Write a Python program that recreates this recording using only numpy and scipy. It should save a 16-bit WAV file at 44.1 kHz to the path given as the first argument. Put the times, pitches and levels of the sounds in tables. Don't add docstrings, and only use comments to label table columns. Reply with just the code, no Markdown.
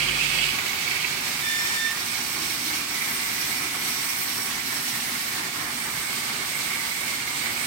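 import sys
import numpy as np
from scipy import signal
from scipy.fft import rfft, irfft, next_fast_len
from scipy.io import wavfile

SR = 44100
rng = np.random.default_rng(int(sys.argv[2]) if len(sys.argv) > 2 else 0)


def dump_mix(stems):
    frames = np.atleast_2d(stems).T
    limited = np.clip(frames, -1, 1)
    pcm = np.round(limited * 32767).astype(np.int16)
    wavfile.write(sys.argv[1], SR, pcm)


N = 337806
CUTOFF_HZ = 15850
SHAFT_HZ = 48


def from_db(db):
    return 10 ** (np.asarray(db) / 20)


def rms_one(x):
    return x / np.sqrt(np.mean(x ** 2) + 1e-20)


def in_time(rows):
    s, *columns = np.transpose(rows)
    return [np.interp(np.arange(N) / SR, s, c) for c in columns]


def at_hz(points, hz):
    known_hz, values = np.transpose(points)
    return np.interp(np.log(hz + 1e-9), np.log(known_hz), values)


def drift(rate):
    r = np.exp(-80 * np.pi * rate / SR)
    noise = rng.standard_normal(N // 40 + 2002)
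    slow = signal.lfilter([1], [1, -2 * r, r * r], noise)[2000:]
    return np.interp(np.arange(N) / 40, np.arange(len(slow)), rms_one(slow))


def panned(pan_db):
    gains = from_db(np.array([[.5], [-.5]]) * pan_db)
    return 2 * gains / np.sqrt(np.sum(gains ** 2, axis=0))


def resonance(x, hz, width_hz):
    r = np.exp(-np.pi * width_hz / SR)
    zeros = np.array([1, 0, -1]) * (1 - r * r) / 2
    return signal.lfilter(zeros, [1, -2 * r * np.cos(2 * np.pi * hz / SR), r * r], x)


def turns(hz):
    return 2 * np.pi * np.cumsum(hz) / SR


def narrow_band(x, hz, width_hz):
    carrier = np.exp(1j * turns(hz * np.ones(N)))
    narrow = signal.butter(2, width_hz / 2, fs=SR, output="sos")
    return rms_one(np.real(carrier * signal.sosfilt(narrow, x * carrier.conj())))


def swell(s, rise_s, fall_s):
    age = np.arange(N) / SR - s
    return np.exp(-(age / np.where(age < 0, rise_s, fall_s)) ** 2)


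# (frequency [Hz], left-right correlation [-1 to 1])
SIDE_LIKENESS = [(270, .998), (315, .85), (420, 0), (490, -.5), (580, -.5), (670, .05), (870, .55),
                 (1050, -.05), (1500, -.05), (1950, -.3), (2300, 0), (2800, .25), (3500, -.1), (7000, 0)]


def diffuse(spectrum, pan_table=None):
    size = next_fast_len(N)
    hz = np.fft.rfftfreq(size, 1 / SR)
    mid, side = rfft(rng.standard_normal((2, size)))
    alike = np.clip(at_hz(SIDE_LIKENESS, hz), -.9, .998)
    side = side * np.sqrt((1 - alike) / (1 + alike))
    pair = (mid + side * [[1], [-1]]) * from_db(at_hz(spectrum, hz))
    if pan_table:
        pair = pair * panned(at_hz(pan_table, hz))
    out = irfft(pair, size)[:, :N]
    return out / np.std(out.mean(axis=0))


def patchy(x, patchy_db, rate, count=14):
    size = next_fast_len(N)
    hz, spectrum = np.fft.rfftfreq(size, 1 / SR), rfft(x, size)
    centres = np.linspace(0, CUTOFF_HZ, count)
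    out = 0
    for share in np.eye(count):
        level = from_db(patchy_db * drift(rate))
        out = out + level * irfft(spectrum * np.interp(hz, centres, share), size)[:, :N]
    return out


def contacts(per_s, spread_db):
    sizes = from_db(spread_db * np.minimum(rng.exponential(1, N), 4))
    return (rng.random(N) < per_s / SR) * sizes * rng.standard_normal((2, N))


# (time [s], half-length [s], depth [dB])
BRIEF_LULLS = [(2.55, 0.046, 3.5), (2.857, 0.036, 4), (5.204, 0.057, 2.5), (5.52, 0.027, 4.6)]


def lull_db():
    return sum(depth_db * swell(s, half_s, half_s) for s, half_s, depth_db in BRIEF_LULLS)


# (frequency [Hz], relative level [dB per Hz])
WHIR_SPECTRUM = [(15, -49), (25, -24.5), (156, -5.5), (205, -9.5), (236, -6.5), (268, -7), (299, -6.5),
                 (346, -12.5), (386, -7), (438, -16), (510, -21), (640, -17), (790, -10), (980, -10),
                 (1640, -9), (1770, -9), (1900, -10), (2470, -51), (4180, -120)]
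# (frequency [Hz], left-right level [dB])
WHIR_SIDES = [(180, 0), (300, -.5), (400, -3), (560, -2.5), (820, 2), (1100, -4.5), (1700, -4)]
# (time [s], level [dB])
WHIR_STRENGTH = [(0, -39), (.45, -39.5), (1.0, -41), (1.9, -42.5), (2.7, -40.5), (3.1, -41), (4.6, -41.5),
                 (5.7, -40.5), (6.9, -42), (7.66, -40)]


def whir():
    level_db, = in_time(WHIR_STRENGTH)
    level_db = level_db - lull_db() + 2.5 + 1.08 * drift(9.6)
    return from_db(level_db) * diffuse(WHIR_SPECTRUM, WHIR_SIDES)


# (time [s], level [dB])
BELT_STRENGTH = [(0, -51), (1.3, -54.5), (1.8, -58), (4.6, -70), (5.5, -55), (7.66, -51)]


def belt(hz=570, width_hz=240):
    level_db, = in_time(BELT_STRENGTH)
    noise = rng.standard_normal((2, N))
    return from_db(level_db + 4.2 * drift(12)) * narrow_band(noise, hz, width_hz)


# (ratio to the shaft rate, level [dB rms])
HUM_RATIOS = [(1, -48), (3, -44.5), (7.6, -51.5), (10.77, -59)]
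# (time [s], level [dB])
HUM_STRENGTH = [(0, 2.5), (.52, -0.5), (.55, -17), (7.66, -22.5)]


def hum():
    near_db, = in_time(HUM_STRENGTH)
    shaft = turns(SHAFT_HZ * (1 + 0.005 * drift(5.5)))
    out = 0
    for ratio, db in HUM_RATIOS:
        gain = np.sqrt(2) * from_db(db + 1.5 * drift(6.6))
        out = out + gain * np.sin(ratio * shaft + rng.uniform(0, 2 * np.pi))
    return out * from_db(near_db)


# (frequency [Hz], width [Hz], level [dB rms])
PANEL_DRONES = [(240.7, 8.1, -54.5), (375, 5.3, -65.5), (783, 102, -54), (1137, 94, -51.5)]


def panel_drones():
    out = 0
    for hz, width, db in PANEL_DRONES:
        level = from_db(db - 1.0 + 4.2 * np.tanh(drift(3.0)))
        out = out + level * narrow_band(rng.standard_normal(N), hz, 1.37 * width)
    return out


def drive():
    return whir() + belt() + hum() + panel_drones()


def bottle_sag(first_s=0.2, cycle_s=.882, half_s=0.082):
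    return sum(swell(s, half_s, half_s) for s in np.arange(first_s, N / SR, cycle_s))


# (frequency [Hz], relative level [dB per Hz])
HISS_SPECTRUM = [(700, -49), (1400, -6.5), (1900, -5.5), (2700, 4), (3400, 2), (4400, 3), (5300, 0.5),
                 (6000, -1), (6900, -2), (8300, -2.5), (9400, -7), (11500, -8.5), (16000, -9)]
# (frequency [Hz], left-right level [dB])
HISS_SIDES = [(2000, -8.5), (3300, -2), (4400, -8), (6000, -6.5), (7000, -9), (8300, -5.5), (9600, -5),
              (12000, 3)]
# (time [s], level [dB])
HISS_STRENGTH = [(0, -31), (.6, -31.5), (1.5, -31.5), (4.5, -33), (5.25, -31.5), (5.7, -34.5), (6.3, -32.5),
                 (7.66, -32.5)]


def hiss(sag, sag_db=0.2):
    level_db, = in_time(HISS_STRENGTH)
    level_db = level_db - sag_db * sag - 1.0 + 0.94 * drift(12.0)
    return from_db(level_db) * diffuse(HISS_SPECTRUM, HISS_SIDES)


# (time [s], level [dB])
NOZZLE_STRENGTH = [(0, -42.5), (.5, -40.5), (.6, -68), (1.35, -43.5), (4.2, -40.5), (5.5, -42.5),
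                   (6.7, -40), (7.66, -41.5)]


def nozzle(sag, sag_db=3, hz=8400, width_hz=1160):
    level_db, = in_time(NOZZLE_STRENGTH)
    level = from_db(level_db - sag_db * sag + 1.13 * drift(8.1))
    return level * narrow_band(rng.standard_normal((2, N)), hz, width_hz) * panned(pan_db=-20.0)


# (frequency [Hz], relative level [dB per Hz])
JET_SPECTRUM = [(3000, -60), (8000, -3), (10200, 9.5), (11300, 4), (12800, 9.5), (13900, 11), (14800, 7),
                (15600, 8), (16500, 8)]
# (time [s], level [dB], left-right level [dB])
JET_STRENGTH = [(0, -45.5, 1.2), (1.3, -41.5, 3), (2.6, -38.5, 3), (3.3, -37.5, 6.2), (4.35, -37, 3.3),
                (5.15, -38, .6), (5.6, -40.5, 1), (7.66, -41.5, 3)]


def jet(sag, sag_db=5):
    level_db, pan_db = in_time(JET_STRENGTH)
    level = from_db(level_db - sag_db * sag + 1.85 + 0.8 * drift(17))
    noise = rms_one(patchy(diffuse(JET_SPECTRUM), patchy_db=2.5, rate=16))
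    return level * noise * panned(pan_db - 0.5)


# (frequency [Hz], width [Hz], relative level [dB], left-right level [dB])
WHISTLE_BANDS = [(4540, 750, -1.5, -14), (4890, 160, -5, -2), (5536, 185, 3.5, -17), (6055, 290, 0.5, -13),
                 (8010, 14, -6, -4), (9370, 270, -2.5, -16)]
# (time [s], level [dB])
WHISTLE_STRENGTH = [(0, -64), (1.5, -46), (2.1, -44.5), (2.55, -43), (3.1, -45.5), (3.55, -43),
                    (4.2, -43.5), (4.8, -43.5), (5.3, -52), (7.66, -57)]


def edge_whistles(sag, sag_db=6):
    level_db, = in_time(WHISTLE_STRENGTH)
    whistles = 0
    for hz, width, db, pan_db in WHISTLE_BANDS:
        waver = from_db(db + 1.8 * drift(14))
        band = narrow_band(rng.standard_normal((2, N)), hz, width)
        whistles = whistles + waver * band * panned(pan_db)
    return from_db(level_db - sag_db * sag + 7.5) * rms_one(whistles)


def air():
    sag = bottle_sag()
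    return hiss(sag) + nozzle(sag) + jet(sag) + edge_whistles(sag)


# (time [s], level [dB], centre [Hz], decay [s])
FRAME_KNOCKS = [(.085, -33, 1200, .02), (1.395, -36, 1200, .02), (2.175, -36.5, 1200, .025),
                (2.735, -45, 900, .03), (3.13, -50, 55, .12), (3.742, -29.5, 1150, .015),
                (3.765, -39, 260, .02)]


def knocks(rise_s=0.0011):
    out = np.zeros(N)
    for s, db, hz, decay_s in FRAME_KNOCKS:
        age = np.maximum(np.arange(N) / SR - s, 0)
        width_hz = 0.78 * hz
        body = rms_one(resonance(resonance(rng.standard_normal(N), hz, width_hz), hz, width_hz))
        out += from_db(db) * body * (1 - np.exp(-age / rise_s)) * np.exp(-age / decay_s)
    return out


# (time of the peak [s], half-length [s], pitch at the peak [Hz], level [dB])
STAR_WHEEL_RUBS = [(2.47, 0.28, 316, -49), (2.724, 0.18, 311, -45), (3.657, 0.3, 292, -48),
                   (4.946, 0.35, 243, -47.5)]


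def groan(width_hz=36, sag_hz_per_s=74):
    t = np.arange(N) / SR
    out = 0
    for s, half_s, hz, db in STAR_WHEEL_RUBS:
        note = narrow_band(rng.standard_normal(N), hz - sag_hz_per_s * (t - s), width_hz)
        out = out + from_db(db) * swell(s, half_s, half_s) * note
    return out


# (time [s], level [dB])
WHINE_STRENGTH = [(0, -44), (.22, -41), (.35, -44), (1.5, -53), (2.2, -80)]


def whine(hz=2590):
    level_db, = in_time(WHINE_STRENGTH)
    return from_db(level_db + 2.7 * drift(12)) * np.sqrt(2) * np.sin(turns(hz + 4 * drift(8)))


# (time [s], pitch [Hz], lead of the left side [turns])
SQUEAL_COURSE = [(1.42, 1780, .3), (1.54, 1779, .3), (1.67, 1788, .48), (1.75, 1788, .45), (1.82, 1793, .1),
                 (1.95, 1799, 0)]
# (time [s], tone left [dB], tone right [dB], octave left [dB], octave right [dB],
# third partial [dB], fourth partial [dB])
SQUEAL_PARTIALS = [(1.37, -70, -70, -70, -70, -70, -70), (1.43, -34, -42, -39, -37, -50, -47),
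                   (1.48, -29, -31, -45, -30.5, -39, -43), (1.54, -30, -27.5, -43, -31.5, -47, -41),
                   (1.6, -28, -30.5, -43, -36, -31.5, -36.5), (1.67, -29, -36, -45, -41, -40, -43),
                   (1.73, -29.5, -28.5, -40, -41, -40, -44), (1.79, -30.5, -34, -34.5, -39.5, -44, -44),
                   (1.86, -39, -23, -36.5, -31, -42, -44), (1.92, -38, -27.5, -50, -42, -41, -46),
                   (2.02, -80, -80, -80, -80, -80, -80)]


def squeal(left_side_tone_db=-14, right_side_tone_db=-9, waver_db=.8):
    hz, lead_turns = in_time(SQUEAL_COURSE)
    gains = from_db(in_time(SQUEAL_PARTIALS))
    phase = turns(hz * (1 + .0005 * drift(40)))
    lead = 2 * np.pi * lead_turns * np.array([[1], [0]])
    side_gains = from_db([[left_side_tone_db], [right_side_tone_db]])
    side_tone = side_gains * np.sin(phase + turns(np.full(N, SHAFT_HZ)))
    tone = gains[:2] * (np.sin(phase + lead) + side_tone)
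    octave = gains[2:4] * np.sin(2 * phase + lead / 2)
    upper = gains[4] * np.sin(3 * phase) + gains[5] * np.sin(4 * phase)
    upper = upper * from_db([[-15], [0]])
    return np.sqrt(2) * sum(part * from_db(waver_db * drift(25)) for part in (tone, octave, upper))


# (time [s], level [dB], ring [Hz])
BOTTLE_CLACKS = [(.003, -26, 2250), (.088, -28, 2600), (.2, -28, 2550), (.385, -27.5, 2300),
                 (.413, -31, 2900), (.525, -30, 2550), (.585, -27, 2280), (.655, -30, 2260),
                 (.91, -29, 2300), (.928, -36, 2250), (1.042, -26, 2300), (2.118, -30, 2280),
                 (2.5, -32, 2250), (3.012, -29, 2050), (6.912, -31, 2160), (7.458, -31, 2210)]


def clacks(width_hz=300, rise_s=.002, decay_s=.011):
    out, age = np.zeros((2, N + SR)), np.arange(SR // 8) / SR
    shape = (1 - np.exp(-age / rise_s)) * np.exp(-age / decay_s)
    shape /= shape.max()
    for s, db, hz in BOTTLE_CLACKS:
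        strike = rng.standard_normal((2, len(age))) * shape
        ring = resonance(resonance(strike, hz, width_hz), hz, 3 * width_hz)
        ring *= np.linalg.norm(shape) / np.linalg.norm(ring, axis=1, keepdims=True)
        start = max(int(s * SR), 0)
        out[:, start:start + len(age)] += from_db(db) * ring
    return out[:, :N] * panned(pan_db=-11.0)


# (time [s], upper mode [dB], lower mode [dB])
CHATTER_STRENGTH = [(0, -31, -32), (.7, -37, -34), (1.4, -38.5, -34.5), (2.5, -40, -39), (3.3, -39, -33.5),
                    (4.5, -42, -37), (5.9, -39.5, -39), (7.2, -36.5, -37)]
# (time [s], half-length [s], upper mode [dB], lower mode [dB])
BOTTLE_PRESSES = [(.96, 0.067, -36, -42), (2.127, 0.031, -34, -40), (3.042, 0.08, -40, -31.5),
                  (3.27, .16, -48, -36), (3.66, 0.13, -46, -40), (4.16, 0.14, -38, -42),
                  (5.1, 0.3, -45, -36.5), (6.72, .12, -39, -42)]
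# (frequency [Hz], width [Hz])
GUIDE_RESONANCES = [(2270, 235), (2050, 320)]
# (time [s], shift [Hz])
UPPER_GUIDE_SHIFT = [(0, 35), (1.1, 18), (1.9, 88), (2.15, 4), (4.2, 49), (4.8, -12), (6.6, -45),
                     (7.66, -17)]
# (time [s], shift [Hz], left-right level [dB])
LOWER_GUIDE_SHIFT = [(0, 62, -3), (2.7, 97, -8), (3.0, -18, -3.5), (3.3, 50, -4), (4.4, 20, -2),
                     (5.0, -110, -4), (5.4, -83, 1), (6.1, 10, 2), (7.66, 40, -6)]


def chatter(flutter_db=.6, flutter_hz=18, wander_hz=35):
    upper_gain, lower_gain = from_db(in_time(CHATTER_STRENGTH))
    for s, half_s, upper_db, lower_db in BOTTLE_PRESSES:
        press = swell(s, half_s, half_s)
        upper_gain = np.hypot(upper_gain, from_db(upper_db) * press)
        lower_gain = np.hypot(lower_gain, from_db(lower_db) * press)
    shift_hz, = in_time(UPPER_GUIDE_SHIFT)
    lower_shift_hz, lower_pan_db = in_time(LOWER_GUIDE_SHIFT)
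    (upper_hz, upper_width), (lower_hz, lower_width) = GUIDE_RESONANCES

    def sing(db, hz, width):
        hits = contacts(per_s=2500, spread_db=1.5)
        level = from_db(db + flutter_db * drift(flutter_hz))
        return level * narrow_band(hits, hz + wander_hz * drift(9.3), width)

    upper = upper_gain * sing(-0.51, upper_hz + shift_hz, upper_width)
    lower = lower_gain * sing(-5.5 - lull_db(), lower_hz + lower_shift_hz, lower_width)
    return upper * panned(pan_db=-9.0) + lower * panned(lower_pan_db)


# (time [s], level [dB], brightness [dB per octave])
RATTLE_STRENGTH = [(0, -30, -1), (.15, -31.5, -2), (.3, -31, -2), (.47, -30, -2), (.58, -38, 0),
                   (1.1, -38, 0), (1.4, -48, 0)]
# (frequency [Hz], width [Hz], relative level [dB])
FILLER_STEEL = [(1820, 250, -17), (2260, 89, -7), (2576, 200, 0), (2946, 170, 0), (3195, 260, -1),
                (4470, 930, -1.8)]
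# (time [s], half-length [s], rise [dB])
HARD_BURSTS = [(.42, 0.055, 1), (0.922, 0.05, 2.5), (1.041, 0.037, 4.5)]


def rattle(end_s=1.4, fade_s=0.18, damping=0.52, hard_db=-28.5, flutter_db=1.5, wander_hz=60):
    level_db, tilt_db = in_time(RATTLE_STRENGTH)
    level_db = level_db + sum(rise_db * swell(s, half_s, half_s) for s, half_s, rise_db in HARD_BURSTS)
    hits = contacts(per_s=2600, spread_db=0.0)
    middle_hz = np.median(np.array(FILLER_STEEL)[:, 0])
    steel = 0
    for hz, width, db in FILLER_STEEL:
        mode_db = db + tilt_db * np.log2(hz / middle_hz) + flutter_db * drift(30)
        steel = steel + from_db(mode_db) * narrow_band(hits, hz + wander_hz * drift(9), 0.98 * width)
    force = from_db(level_db + damping * np.minimum(level_db - hard_db, 0))
    heard = np.clip((end_s - np.arange(N) / SR) / fade_s, 0, 1)
    return from_db(2.5) * force * heard * rms_one(steel) * panned(pan_db=-11.0)


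def enclosure(x, echo_db=-16, sway_s=.00025, panel_hz=600, count=6):
    bright = signal.sosfilt(signal.butter(2, panel_hz, "high", fs=SR, output="sos"), x)
    out = x.copy()
    for side in range(2):
        for delay_s in np.geomspace(.0035, .016, count) * rng.uniform(.85, 1.15, count):
            lag = np.round((delay_s + sway_s * drift(0.32)) * SR).astype(int)
            echo = bright[side].take(np.arange(N) - lag, mode="wrap")
            out[side] += rng.choice([-1, 1]) * from_db(echo_db) * echo
    return out * np.std(x) / np.std(out)


def scene():
    echoed = enclosure(drive() + air() + chatter() + rattle() + clacks())
    return echoed + whine() + squeal() + groan() + knocks()


def record(dry):
    return signal.sosfilt(signal.ellip(12, .1, 80, CUTOFF_HZ, fs=SR, output="sos"), dry)


dry = scene()
out = record(dry)
dump_mix(out)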